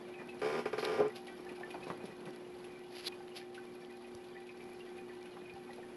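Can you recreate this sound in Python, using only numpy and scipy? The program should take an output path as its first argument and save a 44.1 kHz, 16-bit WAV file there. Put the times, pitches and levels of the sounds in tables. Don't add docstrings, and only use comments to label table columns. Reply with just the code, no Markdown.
import sys
import numpy as np
from scipy import signal
from scipy.fft import rfft, irfft, next_fast_len
from scipy.io import wavfile
from scipy.ndimage import map_coordinates

SR = 44100
rng = np.random.default_rng(int(sys.argv[2]) if len(sys.argv) > 2 else 0)


def wav_out(sig):
    wavfile.write(sys.argv[1], SR, np.round(np.clip(np.atleast_2d(sig).T, -1, 1) * 32767).astype(np.int16))


N = 262836

# multiple of the mains frequency, relative level in dB.
PUMP_TONES = [(2, -29.5), (3, -21.5), (4, -10.5), (5, -27), (6, 0), (7, -27), (8, -23), (13, -17.5)]

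def pump(mains_hz=60, level_db=-51, strong_waver_db=0.73, weak_waver_db=2):
    t = np.arange(N) / SR
    hum = np.zeros(N)
    for multiple, db in PUMP_TONES:
        phase = 2 * np.pi * (multiple * mains_hz * t + rng.random()) + 0.052 * wobble(2.7)
        waver_db = np.interp(db, [-10, 0], [weak_waver_db, strong_waver_db])
        hum += amp(db + waver_db * wobble(3.9)) * np.sin(phase)
    return amp(level_db) * unit(hum)


# time in seconds, level in dB.
WATER_FLOW = [(0, -58), (1.2, -58.5), (1.7, -55.5), (2.1, -58.5), (2.6, -60.5), (4.2, -60), (5.1, -59.5),
              (5.4, -58.5), (5.96, -62.5)]
# frequency in Hz, relative level in dB.
FIZZ_SPECTRUM = [(300, -10), (800, 12.5), (1300, 0), (2500, -7.5), (3300, -3), (4500, -5.5), (6000, -16.5),
                 (8000, -29.5), (12000, -16)]
# pitch in Hz, level in dB, seconds to fade by 60 dB.
OVERFLOW_NOTES = [(780.6, 2, 0.19), (1118, -5, 0.14), (1535, -2.5, 0.11), (1768, -6.5, 0.14),
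                  (1960, -7.5, 0.21), (2353, -1, 0.085), (2470, -1, 0.098), (2890, -13, 0.19)]

def trickle():
    t = seconds(.25)
    spurts = np.abs(excite(impacts(rate=90, spread_db=4.5), fade(t, 0.04)))
    fizz = coloured(rng.standard_normal(N) * (1 + 0.68 * unit(spurts)), FIZZ_SPECTRUM)
    hollow = sum(excite(impacts(rate=30, spread_db=2.5), ring([note], t)) for note in OVERFLOW_NOTES)
    return amp(curve(WATER_FLOW)) * (amp(-5) * fizz + amp(-4) * unit(hollow) + amp(-11) * bubbles())


def bubbles(per_second=220, centre_hz=3187, octaves=1.573, cycles=74, range_db=11):
    out, t = np.zeros(N), seconds(.03)
    for when, pitch, strength in rng.random((int(per_second * N / SR), 3)):
        hz = centre_hz * 2 ** (octaves * (pitch - .5))
        ping = np.sin(2 * np.pi * hz * (t + t ** 2)) * fade(t, cycles / hz)
        add(out, when * N / SR, amp(range_db * strength ** 3) * ping)
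    return unit(reflected(out, wet_db=1, t60=0.16))


# start in seconds, relative level in dB, bubble pitch in Hz.
CLEAR_DRIPS = [(0.1384, -45, 2550), (0.1964, -45, 2420), (0.2887, -41.5, 2590), (1.0994, -47, 1950),
               (1.2815, -43, 1950), (1.4654, -46, 1757), (1.4884, -46.5, 2470), (1.6324, -39, 1770),
               (1.7024, -44.5, 2450), (1.8274, -43.5, 2545), (3.1204, -43, 2480), (3.5774, -43.5, 1530),
               (4.365, -46, 1950), (4.4914, -48.5, 2520), (4.8034, -47, 2770), (4.9836, -46, 2470),
               (5.0928, -48.5, 1950), (5.4534, -46.5, 2455), (5.4954, -43, 2440), (3.204, -45, 799),
               (5.562, -41, 783), (5.691, -46, 805)]

def drips(gain_db=-5, detune=0.023):
    out, t = np.zeros(N), seconds(.2)
    drops = [(start, db + gain_db, hz) for start, db, hz in CLEAR_DRIPS]
    high_notes = [hz for hz, _, _ in OVERFLOW_NOTES if hz > 1650]
    for start, db, pick in faint_drops(per_second=5, over_flow_db=3, spread_db=9.5):
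        index, fraction = divmod(pick * len(high_notes), 1)
        drops.append((start, db, high_notes[int(index)] * (1 + detune * (fraction - .5))))
    for start, db, hz in drops:
        plop_db = np.log2(1800 / hz)
        decay = fade(t, 0.067) + 0.54 * fade(t, 0.16)
        bubble = amp(plop_db) * np.sin(2 * np.pi * hz * t) * decay
        splash = noise_band(t, hz, slope_db=23) * fade(t, 0.061)
        attack = 1 - np.exp(-t / 0.0016)
        add(out, start, amp(db) * attack * (bubble + 0.69 * splash))
    return out


# start in seconds, relative level in dB.
CLEAR_SPLASHES = [(0.394, -43), (1.269, -39.5), (1.5558, -46), (1.7054, -40), (1.879, -42), (2.0535, -39.5),
                  (2.2543, -43), (2.642, -41.5), (3.5453, -40), (4.2405, -47.5), (4.4679, -47),
                  (4.9682, -49), (5.731, -43.5)]

def splashes(gain_db=-9.5):
    out, t = np.zeros(N), seconds(.15)
    attack = 1 - np.exp(-t / 0.00063)
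    faint = [(start, db) for start, db, _ in faint_drops(per_second=4, over_flow_db=10, spread_db=4.5)]
    for start, db in CLEAR_SPLASHES + faint:
        tick = noise_band(t, 4150, slope_db=38) * fade(t, 0.014)
        spray = noise_band(t, 2540, slope_db=15) * fade(t, 0.13)
        sizzle = noise_band(t, 10100, slope_db=42) * fade(t, 0.12)
        add(out, start, amp(db + gain_db) * attack * (0.82 * tick + 0.69 * spray + 0.13 * sizzle))
    return out


def faint_drops(per_second, over_flow_db, spread_db):
    delay, strength, pick = rng.random((120, 3)).T
    start = (np.arange(len(delay)) + delay) / per_second
    db = np.interp(start, *np.transpose(WATER_FLOW)) + over_flow_db + spread_db * (strength - .5)
    return np.transpose([start, db, pick])[start < N / SR]


def froth(gain_db=-17.5):
    pops = excite(impacts(rate=39, spread_db=4.5), fade(seconds(.03), 0.012))
    crackle = coloured(pops * rng.standard_normal(N), [(1500, -11), (4500, 7), (8000, -13), (11000, -3)])
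    return amp(curve(WATER_FLOW) + gain_db) * crackle


# start in seconds, length in seconds, slips per second
# at first, slips per second at the end, force in dB, cutoff in Hz (lower sounds duller).
SLIP_RUNS = [(0.417, .194, 70, 82, -2, 5900), (0.8264, .172, 61, 135, -1.5, 5100),
             (0.983, 0.089, 138, 143, -3.5, 850)]
# start in seconds, force in dB, cutoff in Hz.
LONE_SLIPS = [(0.6563, 1.5, 4130), (.73, 0, 3930), (0.7807, 0.5, 5000), (1.002, 11.5, 282)]
# pitch in Hz, level in dB, seconds to fade by 60 dB.
BOARD_NOTES = [(175, -23, 0.17), (234, -13, 0.132), (372.5, -2.5, 0.056), (427.5, 4, 0.11), (521, -7, 0.07),
               (682, -11.5, 0.18), (744, -13.5, 0.13), (791, -10.5, 0.15), (978, -13, 0.13),
               (1035, -12.5, .13), (1089, -15, 0.11), (1150, -32, 0.13), (1198.5, -13, 0.18),
               (1250, -20, 0.079), (1330, -23, 0.1), (1423, -16.5, 0.17), (1536, -20, 0.085),
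               (1650, -34, 0.12), (1943, -17, 0.15), (2267, -15.5, 0.095), (2409, -12, 0.09),
               (2810, -28, 0.19), (3080, -32, .08)]
# frequency in Hz, relative level in dB.
FLOOR_SPECTRUM = [(50, -46), (110, -1), (190, -8), (400, -1), (1000, 0.5), (1600, -2.5), (2000, -6.5),
                  (2550, -5.5), (3250, -9.5), (3950, -19.5), (5200, -14), (7000, -26.5), (12000, -27)]

def creak():
    force, t, slip_t = np.zeros(N), seconds(.3), seconds(.06)
    for start, db, cutoff_hz in LONE_SLIPS + [slip for run in SLIP_RUNS for slip in slip_run(*run)]:
        grind = coloured(rng.standard_normal(len(slip_t)), [(400, -19), (1500, -11), (4000, 2)])
        slide = amp(-29) * grind * fade(slip_t, 0.1)
        slide[0] = 1
        softening = np.exp(-2 * np.pi * cutoff_hz * slip_t)
        add(force, start, amp(db) * signal.fftconvolve(slide, softening / softening.sum()))
    floor_decay = fade(t, 0.21) + 0.93 * fade(t, 0.012)
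    floor = coloured(rng.standard_normal(len(t)), FLOOR_SPECTRUM) * floor_decay
    snap = ring([(500, -1, 0.0054), (1540, -6.5, 0.0054)], t)
    board = amp(-33.5) * ring(BOARD_NOTES, t) + amp(-42) * floor + amp(-25.5) * snap
    bass_cut = signal.butter(2, 130, "highpass", fs=SR, output="sos")
    return excite(force, signal.sosfilt(bass_cut, board))


def slip_run(start, length, first_rate, last_rate, db, cutoff_hz, jitter_s=0.0002, scatter_db=1.5):
    t = seconds(length)
    rate = first_rate * (last_rate / first_rate) ** (t / length)
    count = np.cumsum(rate) / SR
    when = np.interp(np.arange(count[-1]), count, t)
    force_db = db - 5 * np.log2(np.interp(when, t, rate) / first_rate)
    force_db += np.interp(when, [length - 0.021, length], [0, -9])
    force_db[0] += 2
    late, extra = rng.standard_normal((len(when), 2)).T
    when += jitter_s * late
    force_db += scatter_db * extra
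    return [(start + offset, level, cutoff_hz) for offset, level in zip(when, force_db)]


# start in seconds, relative level in dB, centre in Hz, width in octaves.
SOFT_KNOCKS = [(.217, -50, 1040, 1.5), (1.002, -28, 383, 1.13), (1.381, -55, 310, 2.7),
               (1.61, -43.5, 500, 1.6), (1.743, -39.5, 520, 1.75), (1.869, -40, 387, 1.9),
               (1.902, -35, 400, 2.4), (2.041, -39, 288, 1.46), (4.145, -51, 140, 1.4),
               (5.369, -49, 760, 1.6), (5.538, -54, 100, 1.4), (5.783, -47, 600, 0.7)]

def knocks(gain_db=-4, rebound_s=0.015, rebound_db=-10):
    out, t = np.zeros(N), seconds(.25)
    for start, db, hz, octaves in SOFT_KNOCKS:
        blow = rng.standard_normal(len(t)) * (fade(t, 0.083) + 0.44 * fade(t, 0.21))
        blow[[0, round(rebound_s * SR)]] += 16 * amp([0, rebound_db])
        edges_hz = hz * 2 ** (octaves * np.array([-.5, .5]))
        thud = signal.sosfilt(signal.butter(2, edges_hz, "bandpass", fs=SR, output="sos"), blow)
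        opening_level = thud[:SR // 64].std()
        add(out, start, amp(db + gain_db) * thud / opening_level)
    return out


# time it lets go in seconds, level in dB,
# seconds to rise by 20 dB, seconds to fall by 20 dB.
CLOTH_STROKES = [(.803, -48.5, 0.028, 0.19), (0.851, -39, 0.0042, 0.0088), (1.164, -49, 0.014, 0.045),
                 (2.998, -52, .1, 0.065), (3.083, -38.5, 0.034, .003), (3.372, -46.5, 0.022, 0.059)]
# frequency in Hz, relative level in dB.
SLIDE_SPECTRUM = [(80, -30), (300, 3), (1200, -2.5), (2000, 0.5), (2900, 5.5), (3800, 0), (4800, 3),
                  (6500, -13), (9000, -20), (12000, -10)]
SNAG_SPECTRUM = [(500, -23), (2600, -17), (3400, 0.5), (3800, 1.5), (4400, 3.5), (5100, -4.5),
                 (6300, -22.5), (9000, -22.5), (12000, -19.5)]

def rustle(snag_db=-46.5, snag_range_db=2.5):
    t, pull = np.arange(N) / SR, np.zeros(N)
    slide = coloured(rng.standard_normal(N) * amp(3 * wobble(600)), SLIDE_SPECTRUM)
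    snag = coloured(rng.standard_normal(N) * amp(3 * wobble(600)), SNAG_SPECTRUM)
    for release, db, rise, fall in CLOTH_STROKES:
        before = (release - t) / rise - 0.32
        after = (t - release) / fall
        pull += amp(db) * 10 ** -np.clip(np.maximum(before, after), 0, 10)
    snag_share = 1 / (1.5 + np.exp((snag_db - 20 * np.log10(pull)) / snag_range_db))
    return pull * (np.sqrt(1 - snag_share) * slide + np.sqrt(snag_share) * snag)


# start in seconds, relative level in dB, strongest frequency in Hz.
HARD_TICKS = [(1.082, -45, 7000), (3.281, -39.5, 2800), (3.849, -41, 2980), (4.1504, -35, 4700),
              (5.229, -47, 4500)]

def ticks(gain_db=-8):
    out, t = np.zeros(N), seconds(.03)
    for start, db, hz in HARD_TICKS:
        add(out, start, amp(db + gain_db) * noise_band(t, hz, slope_db=21) * fade(t, 0.0086))
    return reflected(out, wet_db=-14, t60=0.24)


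# time in seconds, level in dB.
SHUFFLE_LEVELS = [(0, -56.5), (2.1, -56), (2.38, -52.5), (2.5, -63), (5.2, -72), (5.4, -58.5), (5.96, -68)]
# frequency in Hz, relative level in dB.
RUSH_SPECTRUM = [(25, -15), (90, -10), (135, -5), (200, -1), (400, 3), (600, -6), (1000, -11.5),
                 (2500, -17), (8000, -33)]

def room():
    feet_spectrum = [(40, -43), (120, -4.5), (190, 2), (500, -0.5), (1100, -10),
                     (2500, -22), (8000, -40.5)]
    feet = coloured(rng.standard_normal(N), feet_spectrum)
    rush = amp(-57.5 + 1.7 * wobble(6)) * coloured(rng.standard_normal(N), RUSH_SPECTRUM)
    return rush + amp(curve(SHUFFLE_LEVELS) + 3.2 * wobble(35)) * feet


def reflected(x, wet_db, t60):
    t = seconds(.25)
    tail = rng.standard_normal(len(t)) * fade(t, t60) * (t > .002)
    return x + amp(wet_db) * excite(x, tail / np.linalg.norm(tail))


def amp(db):
    return 10 ** (np.asarray(db) / 20)


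def unit(x):
    return x / np.sqrt(np.mean(x ** 2) + 1e-20)


def seconds(length):
    return np.arange(int(length * SR)) / SR


def curve(points):
    return np.interp(np.arange(N) / SR, *np.transpose(points))


def wobble(rate):
    return map_coordinates(rng.standard_normal(int(N * rate / SR) + 4), [np.arange(N) * rate / SR])


def filtered(x, response):
    size = next_fast_len(len(x) + 8192)
    return irfft(rfft(x, size) * response(np.fft.rfftfreq(size, 1 / SR)), size)[:len(x)]


def coloured(x, spectrum):
    points_hz, db = np.transpose(spectrum)
    return unit(filtered(x, lambda hz: amp(np.interp(np.log(hz + 1), np.log(points_hz), db))))


def noise_band(t, peak_hz, slope_db):
    noise = rng.standard_normal(len(t))
    return unit(filtered(noise, lambda hz: amp(-slope_db * np.abs(np.log2((hz + 1) / peak_hz)))))


def fade(t, t60):
    return np.exp(-np.log(1000) * t / t60)


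def ring(notes, t):
    return sum((-1) ** k * amp(db) * fade(t, t60) * np.sin(2 * np.pi * hz * t)
               for k, (hz, db, t60) in enumerate(notes))


def impacts(rate, spread_db):
    return (rng.random(N) < rate / SR) * amp(spread_db * np.clip(rng.standard_normal(N), -2, 2))


def excite(pushes, response):
    return signal.fftconvolve(pushes, response)[:N]


def add(track, start, sound):
    part = track[max(round(start * SR), 0):][:len(sound)]
    part += sound[:len(part)]


def scene():
    tank = pump() + trickle() + drips() + splashes() + froth()
    return (tank + ticks() + creak() + knocks() + rustle() + room())[None]


def record(dry, peak_hz=10900, width_hz=780, peak_db=10, top_hz=12400):
    def response(hz):
        resonance = amp(peak_db * np.exp(-((hz - peak_hz) / width_hz) ** 2))
        treble_cut = amp(np.interp(hz, [11200, top_hz], [0, -13])) * (hz < top_hz)
        return resonance * treble_cut
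    return filtered(dry[0], response)[None]


dry = scene()
out = record(dry)
wav_out(out)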